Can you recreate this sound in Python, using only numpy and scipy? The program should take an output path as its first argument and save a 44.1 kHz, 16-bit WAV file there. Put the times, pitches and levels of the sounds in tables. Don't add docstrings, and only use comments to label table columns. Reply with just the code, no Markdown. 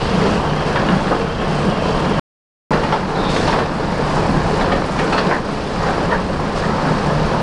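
import sys
import numpy as np
from scipy import signal
from scipy.fft import rfft, irfft, next_fast_len
from scipy.io import wavfile
from scipy.ndimage import uniform_filter1d

SR = 44100
rng = np.random.default_rng(int(sys.argv[2]) if len(sys.argv) > 2 else 0)


def output_pcm(signal):
    pcm = np.clip(np.atleast_2d(signal).T, -1, 1) * 32767
    wavfile.write(sys.argv[1], SR, np.round(pcm).astype(np.int16))


N = 327222


def amp(db):
    return 10 ** (np.asarray(db) / 20)


def unit(x):
    return x / np.sqrt(np.mean(x ** 2) + 1e-20)


def level(rows):
    time_s, level_db = np.transpose(rows)
    return amp(np.interp(np.arange(N) / SR, time_s, level_db))


def add(mix, start_s, sound):
    part = mix[max(round(start_s * SR), 0):][:len(sound)]
    part += sound[:len(part)]


def colour(x, tone, size=8192):
    hz, db = np.transpose(tone)
    f = abs(np.fft.fftfreq(size, 1 / SR))
    log_gain = np.log(amp(np.interp(np.log(f + 1), np.log(hz), db)))
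    taps = np.fft.ifft(np.exp(np.conj(signal.hilbert(log_gain)))).real
    return signal.oaconvolve(x, taps[:size // 2])[:len(x)]


def drift(rate_hz, count):
    size = next_fast_len(count)
    f = np.fft.rfftfreq(size, 1 / SR)
    slow_spectrum = rfft(rng.standard_normal(size)) * np.exp(-(f / rate_hz) ** 2)
    return unit(irfft(slow_spectrum, size))[:count]


def resonance(x, pitch_hz, width_hz):
    turn = np.exp(2j * np.pi * np.cumsum(pitch_hz * np.ones(len(x))) / SR)
    decay = np.exp(-np.pi * width_hz / SR)
    return unit((turn * signal.lfilter([1], [1, -2 * decay, decay * decay], x / turn)).real)


def burst(t, length_s, rise_s, fall_s):
    return (1 - np.exp(-np.maximum(t, 0) / rise_s)) * np.exp(-np.maximum(t - length_s, 0) / fall_s)


def knocks(per_s, spread_db, count):
    chance, size, side = rng.random((3, count))
    size = np.minimum(-np.log(1 - size), 4)
    return (chance < per_s / SR) * amp(spread_db * size) * np.sign(side - .5)


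def piece(spacing_hz, fade_s, size=4096):
    chance, phase = rng.random((2, size // 2 + 1))
    tones = (chance < SR / size / spacing_hz) * np.exp(2j * np.pi * phase)
    return unit(irfft(tones) * np.exp(-np.log(1000) * np.arange(size) / SR / fade_s))


def fragments(per_s, spread_db, fade_s, spacing_hz, count=400, size=4096):
    out = np.zeros(N + size)
    for k in range(count):
        hits = knocks(per_s * N / (count * size), spread_db, size)
        start_s = (k + rng.random()) / count * len(out) / SR
        add(out, start_s, signal.fftconvolve(hits, piece(spacing_hz, fade_s)))
    return unit(out[size:])


def yard(x, echo_db, fade_s):
    t = np.arange(SR // 2) / SR
    echoes = rng.standard_normal(len(t)) * (rng.random(len(t)) < .1) * (t > .006)
    echoes *= np.exp(-np.log(1000) * t / fade_s)
    return x + amp(echo_db) * signal.oaconvolve(x, echoes / np.linalg.norm(echoes))[:len(x)]


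# time_s, relative_load_db
WORK_BEFORE = [(0, -21.5), (0.27, -18.5), (0.52, -21), (0.72, -19), (1.12, -19.5), (1.37, -24.5),
               (1.47, -20.5), (1.66, -20.0), (1.77, -21.5), (1.9, -18.5), (2.17, -20.0)]
WORK_AFTER = [(2.74, -18.5), (2.95, -20.5), (3.06, -23.0), (3.2, -19.5), (3.58, -17.5), (3.679, -23),
              (4.2, -18.0), (4.5, -19.5), (4.76, -18.0), (4.87, -22.5), (5.0, -18.5), (5.33, -18),
              (5.42, -24), (5.7, -23.5), (5.88, -18.5), (6.12, -20), (6.3, -23.0), (6.65, -20),
              (6.92, -18.5), (7.05, -20), (7.4, -19)]

def load_gain(db, follow):
    return amp(db) * unit(level(np.vstack([WORK_BEFORE, WORK_AFTER]))) ** follow


# peak_s, level_db
HUM_PEAKS = [(.56, -17.5), (1.0, -25), (1.57, -18.5), (2.87, -32.5), (4.16, -19), (4.38, -20.5),
             (7.19, -18.5)]
# time_s, relative_level_db
RUMBLE_LEVELS = [(0, -26), (1.4, -30), (2.2, -26.5), (3.2, -31), (3.45, -26.5), (3.75, -32.5),
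                 (4.25, -24.5), (4.85, -29), (5.45, -34.5), (5.85, -28.5), (7.4, -27.5)]
# pitch_hz, relative_level_db
RUMBLE_TONE = [(15, -20.5), (26, -4.5), (33, 2), (47, -5), (62, -1.5), (100, -5), (140, -3.5), (260, -55)]

def rotor(turn_hz=20.5, throb_db=-32, hum_hz=150.9, wander=.01, swell_s=0.11):
    t = np.arange(N) / SR
    clock = np.cumsum(1 + wander * drift(8.6, N)) / SR
    throb = amp(throb_db) * np.sin(2 * np.pi * turn_hz * clock)
    swells = sum(amp(db) * np.exp(-((t - peak_s) / swell_s) ** 2) for peak_s, db in HUM_PEAKS)
    hum = np.hypot(load_gain(db=-29, follow=0.67), swells) * np.sin(2 * np.pi * hum_hz * clock)
    rumble = amp(2) * level(RUMBLE_LEVELS) * unit(colour(rng.standard_normal(N), RUMBLE_TONE))
    return throb + hum + rumble


# pitch_hz, width_hz, relative_level_db
HOUSING_NOTES = [(155, 19, -5), (178.4, 17.5, -2.5), (209.8, 27, -4.5)]
# start_s, length_s, relative_level_db
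LUMPS = [(.06, 0.26, -21), (0.877, .11, -17.5), (1.631, 0.069, -15.5), (2.057, 0.057, -15.5),
         (2.16, 0.046, -15), (2.7, .05, -18.5), (4.25, 0.13, -18), (6.65, 0.046, -18.5),
         (6.89, .045, -15.5)]
# pitch_hz, relative_level_db
BLOW_TONE = [(70, -34), (125, -11.5), (160, -5), (180, 1), (215, -2.5), (255, -7.5), (330, -10),
             (480, -20.5), (1000, -53.5)]

def housing():
    t = np.arange(N) / SR
    blows = unit(knocks(per_s=420, spread_db=3, count=N)) + amp(-1.5) * rng.standard_normal(N)
    boom = unit(sum(amp(db) * resonance(rng.standard_normal(N), pitch_hz, width_hz)
                    for pitch_hz, width_hz, db in HOUSING_NOTES))
    thumps = sum(amp(db) * burst(t - start_s, length_s, rise_s=.008, fall_s=0.014)
                 for start_s, length_s, db in LUMPS)
    force = np.hypot(load_gain(db=-23, follow=0.62), thumps)
    return force * (amp(-2) * unit(colour(blows, BLOW_TONE)) + amp(-4.5) * boom)


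# pitch_hz, relative_level_db
CRUNCH_TONE = [(120, -18.5), (260, -4), (350, -3), (450, 0.5), (600, -2.5), (800, -3), (1020, -4),
               (1350, -9.5), (1700, -11), (2100, -19), (3000, -27.5), (6000, -53.5)]

def crunch():
    clanks = fragments(per_s=750, spread_db=3, fade_s=0.034, spacing_hz=50.24)
    roar = amp(0.5) * rng.standard_normal(N)
    echoing = yard(clanks + roar, echo_db=-15.5, fade_s=0.29)
    return load_gain(db=-19.5, follow=1) * unit(colour(echoing, CRUNCH_TONE))


# start_s, length_s, shreds_db, chips_db
CHUTE_SHOWERS = [(0, 0.36, -33, -45.5), (0.65, .04, -34, -44), (1.48, 0.12, -37.5, -45),
                 (1.81, 0.078, -36, -46), (3.29, .22, -29.5, -38), (4.047, 0.16, -38, -44),
                 (4.45, 0.19, -38, -45.5), (4.85, 0.33, -39, -45), (5.468, 0.47, -38.5, -49),
                 (6.554, 0.034, -30.5, -41), (6.8, 0.52, -39, -53)]
# pitch_hz, relative_level_db
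SHRED_TONE = [(900, -6), (1900, -5), (2500, -0.5), (3200, -3), (3700, -4), (4600, -2.5), (5400, -7),
              (6200, -15), (8000, -26.5), (11000, -53.5)]
CHIP_TONE = [(3500, -21.5), (5500, 0.5), (6700, -0.5), (8000, -2), (9700, -6), (11000, -7.5)]

def shreds():
    t = np.arange(N) / SR
    tinkle = fragments(per_s=760, spread_db=6, fade_s=0.04, spacing_hz=305)
    tinkle += amp(5.5) * rng.standard_normal(N)
    chips = fragments(per_s=560, spread_db=4, fade_s=0.047, spacing_hz=406)
    chips += amp(0.5) * rng.standard_normal(N)
    shred_flow = load_gain(db=-33.5, follow=0.84)
    chip_flow = load_gain(db=-45.5, follow=0.84)
    for start_s, length_s, shreds_db, chips_db in CHUTE_SHOWERS:
        shower = burst(t - start_s, length_s, rise_s=0.0059, fall_s=.035)
        shred_flow = np.hypot(shred_flow, amp(shreds_db) * shower)
        chip_flow = np.hypot(chip_flow, amp(chips_db) * shower)
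    clatter = unit(colour(yard(tinkle, echo_db=-23, fade_s=.12), SHRED_TONE))
    return shred_flow * clatter + chip_flow * unit(colour(chips, CHIP_TONE))


# time_s, level_db
HISS_LEVELS = [(0, -35), (.4, -37.5), (1.1, -39.5), (1.5, -37), (1.9, -35.5), (2.2, -37), (2.7, -63)]

def hydraulics(centre_hz=2950, split=0.071, waver=0.032, width_hz=260):
    hiss = np.zeros(N)
    for side in (-1, 1):
        flow = rng.standard_normal(N)
        pitch_hz = centre_hz * (1 + side * split + waver * drift(12, N))
        hiss += resonance(flow, pitch_hz, width_hz)
    return level(HISS_LEVELS) * unit(hiss)


# start_s, relative_level_db, extra_treble_db, cutoff_hz
BIG_HITS = [(0.213, -19, -9, 2000), (0.757, -14.5, 3.5, 4600), (.885, -22.5, 12, 3440),
            (1.113, -13.5, -5, 1510), (1.412, -20, -2, 3610), (2.712, -19, -2, 2500),
            (2.734, -15.5, -1, 5000), (2.833, -19.5, 2, 5000), (2.923, -13, -3, 5540),
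            (3.362, -19.5, 7, 6000), (3.477, -18, 0.5, 5330), (3.526, -15, 1, 5060), (3.586, -15, -4, 5350),
            (4.161, -19.5, 8, 1490), (4.609, -14.5, -4, 5000), (4.717, -13, -1, 5300),
            (4.988, -13, -2.5, 5700), (5.125, -18, 8.5, 5300), (5.178, -17.5, 9.5, 5440),
            (5.309, -10, -2, 2450), (5.884, -18.5, 1, 2840), (6.118, -9.5, -16, 2400),
            (6.636, -22, 0, 2000), (6.869, -13.5, -19, 2520), (7.335, -15, -5, 1400)]
# pitch_hz, relative_level_db
PLATE_TONE = [(60, -33), (170, -5), (450, 1), (1000, 2), (1400, -2), (1800, -2), (2300, -8), (3200, -8.5),
              (4700, -14), (6200, -14), (10000, -15.5)]

def bangs(thud_s=0.16, crack_s=.04, rise_s=0.0019, treble_life=0.44, split_hz=1500):
    t, out = np.arange(SR // 3) / SR, np.zeros(N)
    fade = -np.log(1000) * t
    attack = 1 - np.exp(-t / rise_s)
    for start_s, db, treble_db, cutoff_hz in BIG_HITS:
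        rattle = unit(knocks(per_s=810, spread_db=0.5, count=len(t))) + rng.standard_normal(len(t))
        clank = piece(spacing_hz=134.6, fade_s=1, size=len(t))
        struck = colour(amp(-3) * rattle + amp(-1) * clank, PLATE_TONE)
        body = unit(signal.sosfilt(signal.butter(7, cutoff_hz, fs=SR, output="sos"), struck))
        lows = signal.lfilter(*signal.butter(2, split_hz, fs=SR), body)
        highs = signal.lfilter(*signal.butter(2, split_hz, "high", fs=SR), body)
        thud = lows * np.exp(fade / thud_s)
        clash = amp(treble_db) * highs * np.exp(fade / (thud_s * treble_life))
        crack = amp(-20) * unit(struck) * np.exp(fade / crack_s)
        add(out, start_s, amp(db) * attack * (crack + thud - clash))
    return amp(-3.5) * yard(out, echo_db=-4, fade_s=0.17)


# start_s, length_s, pitch_hz, wobble_hz, level_db
DRAGGED_SHEETS = [(0.218, 0.055, 431, 18, -18), (.758, 0.043, 1600, 220, -22), (1.11, 0.23, 461, 10.2, -21),
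                  (2.92, 0.026, 990, 98, -17.5), (3.146, 0.15, 3960, 130, -38.5),
                  (3.18, 0.18, 3730, 110, -35), (3.239, 0.18, 3610, 130, -33),
                  (5.169, 0.019, 4500, 130, -29.5), (5.31, 0.052, 1830, 115, -25.5),
                  (6.113, 0.055, 1735, 74, -24), (6.631, 0.034, 1725, 120, -28),
                  (6.867, 0.089, 260, 10, -28)]

def ringing_sheets(rise_s=.003, fall_s=0.015, sag_db_per_s=29):
    t, out = np.arange(SR // 2) / SR, np.zeros(N)
    for start_s, length_s, pitch_hz, wobble_hz, db in DRAGGED_SHEETS:
        shaky_hz = pitch_hz + wobble_hz * drift(wobble_hz, len(t))
        grip = 1 + .35 * drift(2 * wobble_hz, len(t))
        note = unit(grip * np.sin(2 * np.pi * np.cumsum(shaky_hz) / SR))
        held = amp(db - sag_db_per_s * t) * burst(t, length_s, rise_s, fall_s)
        add(out, start_s, held * note)
    return out


def scene():
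    return (rotor() + housing() + crunch() + shreds() + hydraulics() + bangs() + ringing_sheets())[None]


# pitch_hz, gain_db
TREBLE_ROLLOFF = [(9800, -0.5), (10400, -5.5), (11000, -18.5), (12000, -21)]
SILENCE_START_S, SILENCE_END_S = 2.1965, 2.7073
PEAK_LIMIT, TOP_HZ = .62, 12150

def record(dry):
    t = np.arange(N) / SR
    rounded = dry / (1 + (dry / PEAK_LIMIT) ** 6) ** (1 / 6)
    sound_on = (t < SILENCE_START_S) | (t > SILENCE_END_S)
    cut = colour(rounded[0], TREBLE_ROLLOFF) * uniform_filter1d(1. * sound_on, size=8)
    low_pass = signal.firwin(301, TOP_HZ, window=("kaiser", 8), fs=SR)
    return signal.oaconvolve(cut, low_pass, "same")[None]


dry = scene()
out = record(dry)
output_pcm(out)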